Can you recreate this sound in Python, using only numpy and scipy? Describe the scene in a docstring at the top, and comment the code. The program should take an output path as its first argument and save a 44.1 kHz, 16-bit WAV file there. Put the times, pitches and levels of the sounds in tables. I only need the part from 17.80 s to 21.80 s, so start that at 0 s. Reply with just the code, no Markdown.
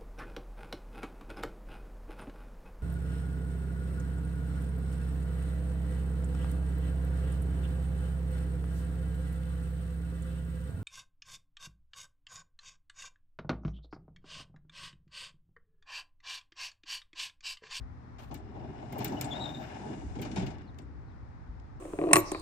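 """Van ramp in a parking lot

A metal ramp is lifted by hand and pushed into the floor of a van, heard on a stereo microphone pair.
Friction and knocks set the floor, deck and guide rails rumbling and scraping; a guide briefly squeals,
steel fittings click, and the ramp meets the end stop with a clunk that booms in the van body.
Two footsteps thump softly, a light breeze is on the microphones; far off, traffic hums, a bird chirps."""
import sys
import numpy as np
from scipy.fft import rfft, irfft
from scipy.io import wavfile
from scipy.ndimage import map_coordinates

SR = 44100
rng = np.random.default_rng(int(sys.argv[2]) if len(sys.argv) > 2 else 0)


def store_pcm(level_fs):
    """Save levels as 16-bit WAV."""
    pcm = np.round(np.clip(level_fs, -1, 1) * 32767).astype(np.int16)
    wavfile.write(sys.argv[1], SR, np.atleast_2d(pcm).T)


N = 176400

# knocks of the ramp and its handling (time [s], floor drive [dB], deck drive [dB], clatter drive [dB])
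KNOCKS = [(.383, -52, -50, -55), (0.51, -38, -36.5, -53), (0.543, -38, -70, -50), (0.756, -37.5, -46, -68),
          (1.022, -43.5, -39, -63), (1.122, -39.5, -37, -52.5), (1.156, -36, -31.5, -65),
          (1.187, -30.5, -52, -47), (1.203, -38.5, -30, -44.5), (1.246, -38.5, -40, -38.5),
          (1.32, -31.5, -38, -50.5), (1.413, -33, -38.5, -42.5), (2.353, -33, -41, -53.5),
          (2.387, -28, -57, -53), (2.419, -32, -50, -42.5), (2.449, -34.5, -36, -46),
          (2.513, -40, -66, -49), (2.559, -31, -33, -40.5), (2.571, -44, -32, -41),
          (2.597, -32.5, -38, -44.5), (2.619, -30.5, -38, -45.5), (2.663, -37.5, -43.5, -45),
          (2.703, -48.5, -48, -51.5), (2.987, -46, -50.5, -59.5)]
# spectrum of clattering metal (frequency [Hz], relative level [dB])
CLATTER_COLOUR = [(300, -42), (1000, -8), (1500, -2.5), (2400, 0), (3600, -4.5), (4600, -5), (7000, -6),
                  (9500, -19.5), (13000, -50), (16000, -33)]
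KNOCK_RISE_S, CLICK_RISE_S = .0018, .0006


def ramp():
    """Sliding friction and knocks ring the van floor, the ramp's deck and the guide rails."""
    # friction driving the floor, the deck and the rails (time [s], level [dB])
    rumble = [(.5, -46.5), (.56, -54), (.68, -48.5), (.78, -48), (1.1, -45), (1.2, -38), (1.36, -39.5),
              (1.5, -41.5), (1.64, -41), (1.76, -47.5), (1.98, -44.5), (2.1, -39), (2.26, -51), (2.34, -47),
              (2.42, -66), (2.5, -40.5), (2.7, -45.5), (2.9, -55.5), (3.05, -52), (3.5, -72)]
    drone = [(.5, -53), (.7, -60.5), (.77, -49), (.95, -52.5), (1.1, -52), (1.2, -47), (1.33, -42),
             (1.48, -44.5), (1.6, -37.5), (1.75, -47.5), (1.85, -47.5), (2.1, -48), (2.28, -57),
             (2.42, -53), (2.55, -48.5), (2.72, -52.5), (2.9, -74)]
    scrape = [(.5, -70.5), (1.1, -59.5), (1.22, -52), (1.36, -54), (1.6, -48.5), (1.74, -55.5), (1.84, -52),
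              (2.1, -57.5), (2.26, -62.5), (2.52, -57), (2.72, -58.5), (2.9, -71)]
    # modes of the same three parts (frequency [Hz], width [Hz], relative level [dB])
    floor_modes = [(123.6, 28.5, -1), (163.2, 10.1, 0), (191.4, 9, -1), (238, 25.4, -0.5), (287.6, 23, 0.5),
                   (322.7, 26, -2.5), (386.4, 58, -4.5)]
    deck_modes = [(526, 42, -7), (605, 52, 2), (646, 63, 3), (748, 51.5, 3), (842, 20.2, 4), (906.6, 37, 0),
                  (1037, 285, -11)]
    rail_modes = [(1303, 110, -2.5), (1550, 100, 2), (1733, 40, 3.5), (1933, 120, -4), (2185, 74, -0.5),
                  (2415, 113, -3.5), (2845, 150, -2.5), (3546, 220, -8), (3970, 320, -12), (5260, 500, -12)]
    times, floor_db, deck_db, clatter_db = np.transpose(KNOCKS)

    def ring(slide, knock_db, modes, t60):
        drive = level(slide) * friction() + bursts(times, knock_db, KNOCK_RISE_S, t60)
        return filtered(drive, resonances(modes))

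    floor = ring(rumble, floor_db, floor_modes, t60=.13)
    deck = ring(drone, deck_db, deck_modes, t60=.083)
    rails = ring(scrape, clatter_db - 5.5, rail_modes, t60=.16)
    crash = filtered(bursts(times, clatter_db - 6, KNOCK_RISE_S, t60=.16), colour(CLATTER_COLOUR))
    return floor + deck + rails + crash


def clanks(count=10):
    """Each knock meets the metal at a new spot and rings its own handful of partials."""
    low_hz, high_hz = 2000, 7500
    out, t = np.zeros(N + SR), np.arange(SR // 4) / SR
    for (start, _, _, db), (offset, phase) in zip(KNOCKS, rng.random((len(KNOCKS), 2, count, 1))):
        hz = low_hz * (high_hz / low_hz) ** ((np.arange(count)[:, None] + offset) / count)
        partials = amp(along(CLATTER_COLOUR, hz)) * np.sin(2 * np.pi * (hz * t + phase))
        ring = unit(partials.sum(axis=0))
        out[round(start * SR):][:len(t)] += ring * struck(t, db - 2, KNOCK_RISE_S, t60=.1)
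    return out[:N]


def end_stop():
    """The van body booms as the ramp comes home, then lower as it settles."""
    # booms of the body (time [s], pitch [Hz], level [dB])
    booms = [(2.58, 181.8, -24), (2.627, 136, -28.5)]
    out = np.zeros(N)
    for start, hz, db in booms:
        t = np.maximum(clock() - start, 0)
        out += struck(t, db, rise=.0022, t60=.19) * np.sin(2 * np.pi * hz * t)
    return out


def fittings():
    """Hard steel contacts: a bright snap, and a short ring that a wall across the lot sends back."""
    # clicks of the fittings (time [s], ring level [dB], snap level [dB])
    clicks = [(0.5421, -44.5, -41), (1.125, -53, -41), (1.183, -47, -38.5), (1.19, -45.5, -41),
              (1.245, -29, -23), (1.411, -23, -28.5), (2.416, -41, -35.5), (2.56, -39.5, -67),
              (2.663, -55, -54.5), (2.986, -50.5, -61)]
    # modes of the fittings (frequency [Hz], width [Hz], relative level [dB])
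    steel_modes = [(2360, 130, -0.5), (3640, 76, -1.5), (4280, 230, -7.5), (5280, 610, -7.5),
                   (6870, 290, 1.5), (7720, 980, -0.5)]
    # spectrum of the snap (frequency [Hz], relative level [dB])
    snap_colour = [(3000, -32), (9500, -15), (10900, -5), (12700, 0), (15300, 0), (16500, -15)]
    times, ring_db, snap_db = np.transpose(clicks)

    def strike(db):
        contact = bursts(times, db, CLICK_RISE_S, t60=.012)
        tail = bursts(times, db - 15, KNOCK_RISE_S, t60=.066)
        return contact + tail

    echo = bursts(times + .0318, ring_db - 18.5, CLICK_RISE_S, t60=.084)
    ring = filtered(strike(ring_db) + echo, resonances(steel_modes))
    return ring + filtered(strike(snap_db), colour(snap_colour))


def squeal():
    """Stick-slip in a guide: short unsteady tones with a weak octave."""
    # squeals (time [s], length [s], starting pitch [Hz], glide [Hz/s], level [dB])
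    squeals = [(1.366, 0.026, 2940, 0, -51.5), (1.508, 0.031, 3500, -4000, -39.5),
               (1.525, 0.063, 3555, 3000, -48.5), (1.595, 0.057, 3760, 394, -42.5),
               (1.607, .036, 4015, -2000, -47.5), (1.65, 0.02, 3690, -4000, -40.5),
               (1.663, .062, 3724, -1600, -50), (1.721, 0.073, 3750, -900, -54),
               (1.743, 0.019, 3696, -2000, -47.5), (1.79, .065, 3640, 0, -61.5)]
    jitter, flutter_db, octave_db = .018, 3, -22
    out = np.zeros(N)
    for start, length, hz, glide, db in squeals:
        progress = np.clip((clock() - start) / length, 0, 1)
        phase = phase_of((hz + glide * progress * length) * (1 + jitter * wobble(1100)))
        out += amp(db) * arch(progress) * (np.sin(phase) + amp(octave_db) * np.sin(2 * phase))
    return out * amp(flutter_db * wobble(270)) * pan_left(5)


def loose_hardware():
    """Loose metal parts on the ramp ping with two partials."""
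    # pings (time [s], pitch [Hz], level [dB])
    pings = [(1.128, 2110, -45.5), (2.395, 2230, -43), (2.428, 3010, -42.5), (2.565, 3740, -38),
             (2.58, 2430, -42), (2.622, 2400, -43), (2.666, 2800, -46)]
    upper_ratio, upper_db = 1.47, -7
    out, t = np.zeros(N + SR), np.arange(SR // 4) / SR
    for start, hz, db in pings:
        ring = np.sin(2 * np.pi * hz * t) + amp(upper_db) * np.sin(2 * np.pi * upper_ratio * hz * t)
        out[round(start * SR):][:len(t)] += ring * struck(t, db, rise=.0012, t60=.03)
    return out[:N] * pan_left(2)


def dry_ticks():
    """Light, dry ticks of the ramp's hardware, and a last scuff of a shoe."""
    # ticks and the closing scuff (time [s], level [dB])
    ticks = [(.436, -57), (2.515, -43.5), (2.594, -44.5), (2.746, -59), (2.783, -52.5), (2.819, -58),
             (2.944, -61.5), (2.987, -47.5), (3.798, -58.5)]
    # their spectrum (frequency [Hz], relative level [dB])
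    tick_colour = [(1000, -6), (2400, 4), (7500, -4), (10000, -34), (16000, -30.5)]
    times, dbs = np.transpose(ticks)
    return filtered(bursts(times, dbs, CLICK_RISE_S, t60=.022), colour(tick_colour))


def rubbing():
    """The strap brushes the ramp as it is pulled taut; sliding surfaces hiss and the guides sizzle."""
    # course of each rub (time [s], level [dB])
    strap_levels = [(.39, -51), (.44, -57), (.5, -61)]
    hiss_levels = [(.6, -89.5), (1.1, -73), (1.25, -69), (1.6, -64.5), (1.85, -68.5), (2.1, -64),
                   (2.4, -70), (2.55, -64.5), (2.75, -110)]
    sizzle_levels = [(1.1, -96), (1.25, -55), (1.4, -71.5), (1.82, -68.5), (2.05, -94)]
    # spectrum of each rub (frequency [Hz], relative level [dB])
    strap_colour = [(1000, 9), (3000, -2), (6000, -10.5), (11000, -20), (14700, -14), (16000, -24)]
    hiss_colour = [(2500, -6.5), (5000, 7.5), (7400, 10.5), (9000, -2.5), (11000, -7.5), (13000, -29),
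                   (16000, -29)]
    sizzle_colour = [(7000, 7.5), (11000, -34), (13000, -3.5), (14700, 8.5), (16200, -16.5)]
    strap = filtered(level(strap_levels) * friction(), colour(strap_colour))
    hiss = filtered(level(hiss_levels) * noise(), colour(hiss_colour))
    sizzle = filtered(level(sizzle_levels) * friction(), colour(sizzle_colour))
    return strap + hiss + sizzle


def footsteps():
    """Two soft, low footstep thumps."""
    # thumps (time [s], half length [s], level [dB])
    thumps = [(0.032, 0.029, -40), (3.698, 0.015, -35)]
    thump_hz = 53.8
    out = np.zeros(N)
    for centre, half_length, db in thumps:
        t = clock() - centre
        out += amp(db) * np.exp(-(t / half_length) ** 2) * np.sin(2 * np.pi * thump_hz * t)
    return out * pan_left(1.5)


def wind():
    """A light breeze on the microphones: low gusts, different on each."""
    # strength of the breeze (time [s], level [dB])
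    breeze = [(0, -43), (.3, -54.5), (.45, -48.5), (1.9, -52.5), (2.15, -55), (2.28, -39), (2.45, -47.5),
              (2.58, -40.5), (2.85, -47.5), (3.3, -46), (3.55, -50), (4, -46)]
    # spectrum of the gusts (frequency [Hz], relative level [dB])
    wind_colour = [(20, -42.5), (35, -12), (58, 0), (85, -2), (130, -12.5), (300, -32), (1000, -101)]
    return level(breeze) * filtered(noise(), colour(wind_colour)) * pan_left(1.5)


def traffic():
    """A steady wash of distant traffic, with one engine's wavering hum slowly fading."""
    # spectrum of the wash (frequency [Hz], relative level [dB])
    wash_colour = [(20, -31.5), (40, -26.5), (72, -5.5), (130, -10.5), (195, -14), (260, -15.5), (370, -21),
                   (550, -25), (800, -21), (1400, -28.5), (1950, -32), (2900, -46), (5200, -48),
                   (8000, -60), (11000, -70), (16000, -93.5)]
    # how alike the lot sounds on the two microphones (frequency [Hz], likeness [-1..1])
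    lot_likeness = [(60, 0.18), (290, 0.83), (640, -0.61), (1400, 0.12), (4000, 0.019)]
    # the lot's balance across the pair (frequency [Hz], left minus right [dB])
    lot_balance = [(200, 0.5), (700, 4.5), (2000, 4.5), (4400, 8)]
    hum_hz, octave_db, fade_db_per_s = 126.5, -4.5, 2.5
    wash = microphone_pair(filtered(noise(), colour(wash_colour)), lot_likeness, lot_balance, lead_s=0)
    wash *= amp(-52.5 + .34 * wobble(6.64))
    phase = phase_of(hum_hz * (1 + .02 * wobble(12)))
    hum = np.sin(phase) + amp(octave_db) * np.sin(2 * phase)
    return wash + hum * amp(-54 - fade_db_per_s * clock() + 1.2 * wobble(5.7))


def bird():
    """Faint downward whistles from across the lot."""
    # chirps (time [s], length [s], starting pitch [Hz], final pitch [Hz], level [dB])
    chirps = [(2.835, .075, 5300, 3400, -74), (3.255, .105, 4700, 2950, -80)]
    jitter, flutter_db = .035, 4
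    out = np.zeros(N)
    for start, length, start_hz, end_hz, db in chirps:
        progress = np.clip((clock() - start) / length, 0, 1)
        hz = (start_hz + (end_hz - start_hz) * progress) * (1 + jitter * wobble(900))
        out += amp(db) * arch(progress) * np.sin(phase_of(hz))
    return out * amp(flutter_db * wobble(90)) * pan_left(3)


def friction():
    """Tiny slips of uneven size, bunched by the ramp's judder."""
    slips_per_s, spread_db, judder_db = 9000, 2, 2
    slips = (rng.random(N) < slips_per_s / SR) * amp(spread_db * rng.standard_normal(N))
    return unit(slips * noise() * amp(judder_db * wobble(45)))


def bursts(times, dbs, rise, t60):
    """The chatter of each contact: noise that rises quickly and dies away."""
    power, t = np.zeros(N + SR), np.arange(SR // 2) / SR
    for start, db in zip(times, dbs):
        power[round(start * SR):][:len(t)] += struck(t, db, rise, t60) ** 2
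    return np.sqrt(power[:N]) * noise()


def microphone_pair(pair, likeness, balance, lead_s):
    """Two unrelated signals become left and right: partly alike, uneven in level, left lead_s early."""
    hz = frequencies()
    angle = np.arccos(np.clip(along(likeness, hz), -1, 1)) / 2
    mid, side = filtered(pair, np.array([np.cos(angle), np.sin(angle)]))
    lean = amp(along(balance, hz) / 2) * np.exp(1j * np.pi * hz * lead_s)
    rms_gain = np.sqrt((abs(lean) ** 2 + abs(lean) ** -2) / 2)
    return filtered(np.array([mid + side, mid - side]), np.array([lean, 1 / lean]) / rms_gain)


def resonances(modes):
    """Causal response of unit power from modes of alternating sign, rolled off at both ends."""
    f = frequencies()
    response = sum((-1) ** k * amp(db) * 1j * f * width / (hz * hz - f * f + 1j * f * width)
                   for k, (hz, width, db) in enumerate(modes))
    response /= (1 + 1j * f / (2 * modes[-1][0])) ** 2
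    response *= 1j * f / (1j * f + modes[0][0] / 2)
    return response / np.sqrt(np.mean(abs(response) ** 2))


def colour(points):
    """Minimum-phase response of unit power from (frequency [Hz], level [dB]) points."""
    cepstrum = irfft(np.log(unit(amp(along(points, frequencies())))))
    cepstrum[1:N] *= 2
    cepstrum[N + 1:] = 0
    return np.exp(rfft(cepstrum))


def struck(t, db, rise, t60):
    """Envelope of a blow: a quick rise, then a fall of 60 dB every t60 seconds."""
    return (1 - np.exp(-t / rise)) * amp(db - 60 * t / t60)


def level(points):
    """Gain per sample from (time [s], level [dB]) points, silent outside them."""
    times, dbs = np.transpose(points)
    t = clock()
    return np.where((t >= times[0]) & (t <= times[-1]), amp(np.interp(t, times, dbs)), 0)


def along(points, hz):
    """Interpolate (frequency [Hz], value) points on a log axis."""
    knots_hz, values = np.transpose(points)
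    return np.interp(np.log(hz + 1), np.log(knots_hz + 1), values)


def wobble(rate):
    """A smooth random curve, rate knots a second."""
    return map_coordinates(rng.standard_normal(N // 8), [clock() * rate], mode="wrap")


def pan_left(db):
    """Gains that raise the left microphone and lower the right by db each."""
    return amp([[db], [-db]])


def arch(progress):
    return np.sqrt(4 * progress * (1 - progress))


def phase_of(hz):
    return 2 * np.pi * np.cumsum(hz) / SR


def filtered(x, response):
    return irfft(rfft(x, 2 * N) * response, 2 * N)[..., :N]


def noise():
    return rng.standard_normal((2, N))


def amp(db):
    return 10 ** (np.asarray(db) / 20)


def unit(x):
    return x / np.sqrt(np.mean(x ** 2) + 1e-20)


def clock():
    return np.arange(N) / SR


def frequencies():
    return np.fft.rfftfreq(2 * N, 1 / SR)


def scene():
    """The van, leaning left on the microphone pair, with the open lot behind it."""
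    # how alike the van sounds on the two microphones (frequency [Hz], likeness [clipped to -1..1])
    van_likeness = [(100, 1.1), (350, .88), (700, -0.36), (1200, 0.5), (2500, -0.04), (6000, 0.02),
                    (12000, 1.25)]
    # the van's balance across the pair (frequency [Hz], left minus right [dB])
    van_balance = [(200, 0), (420, -1), (780, 9.5), (1130, 0), (1500, 4), (2400, 4), (3300, 14.5),
                   (7800, 6), (10500, -3), (15000, 0.5)]
    contacts = ramp() + np.array([clanks(), clanks()]) + rubbing() + fittings() + dry_ticks()
    van = microphone_pair(contacts, van_likeness, van_balance, lead_s=.0002144)
    return van + loose_hardware() + end_stop() + squeal() + footsteps() + bird() + traffic() + wind()


def record(dry):
    """The recorder keeps nothing above its band limit."""
    top_hz = 16500
    return filtered(dry, frequencies() < top_hz)


dry = scene()
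out = record(dry)
store_pcm(out)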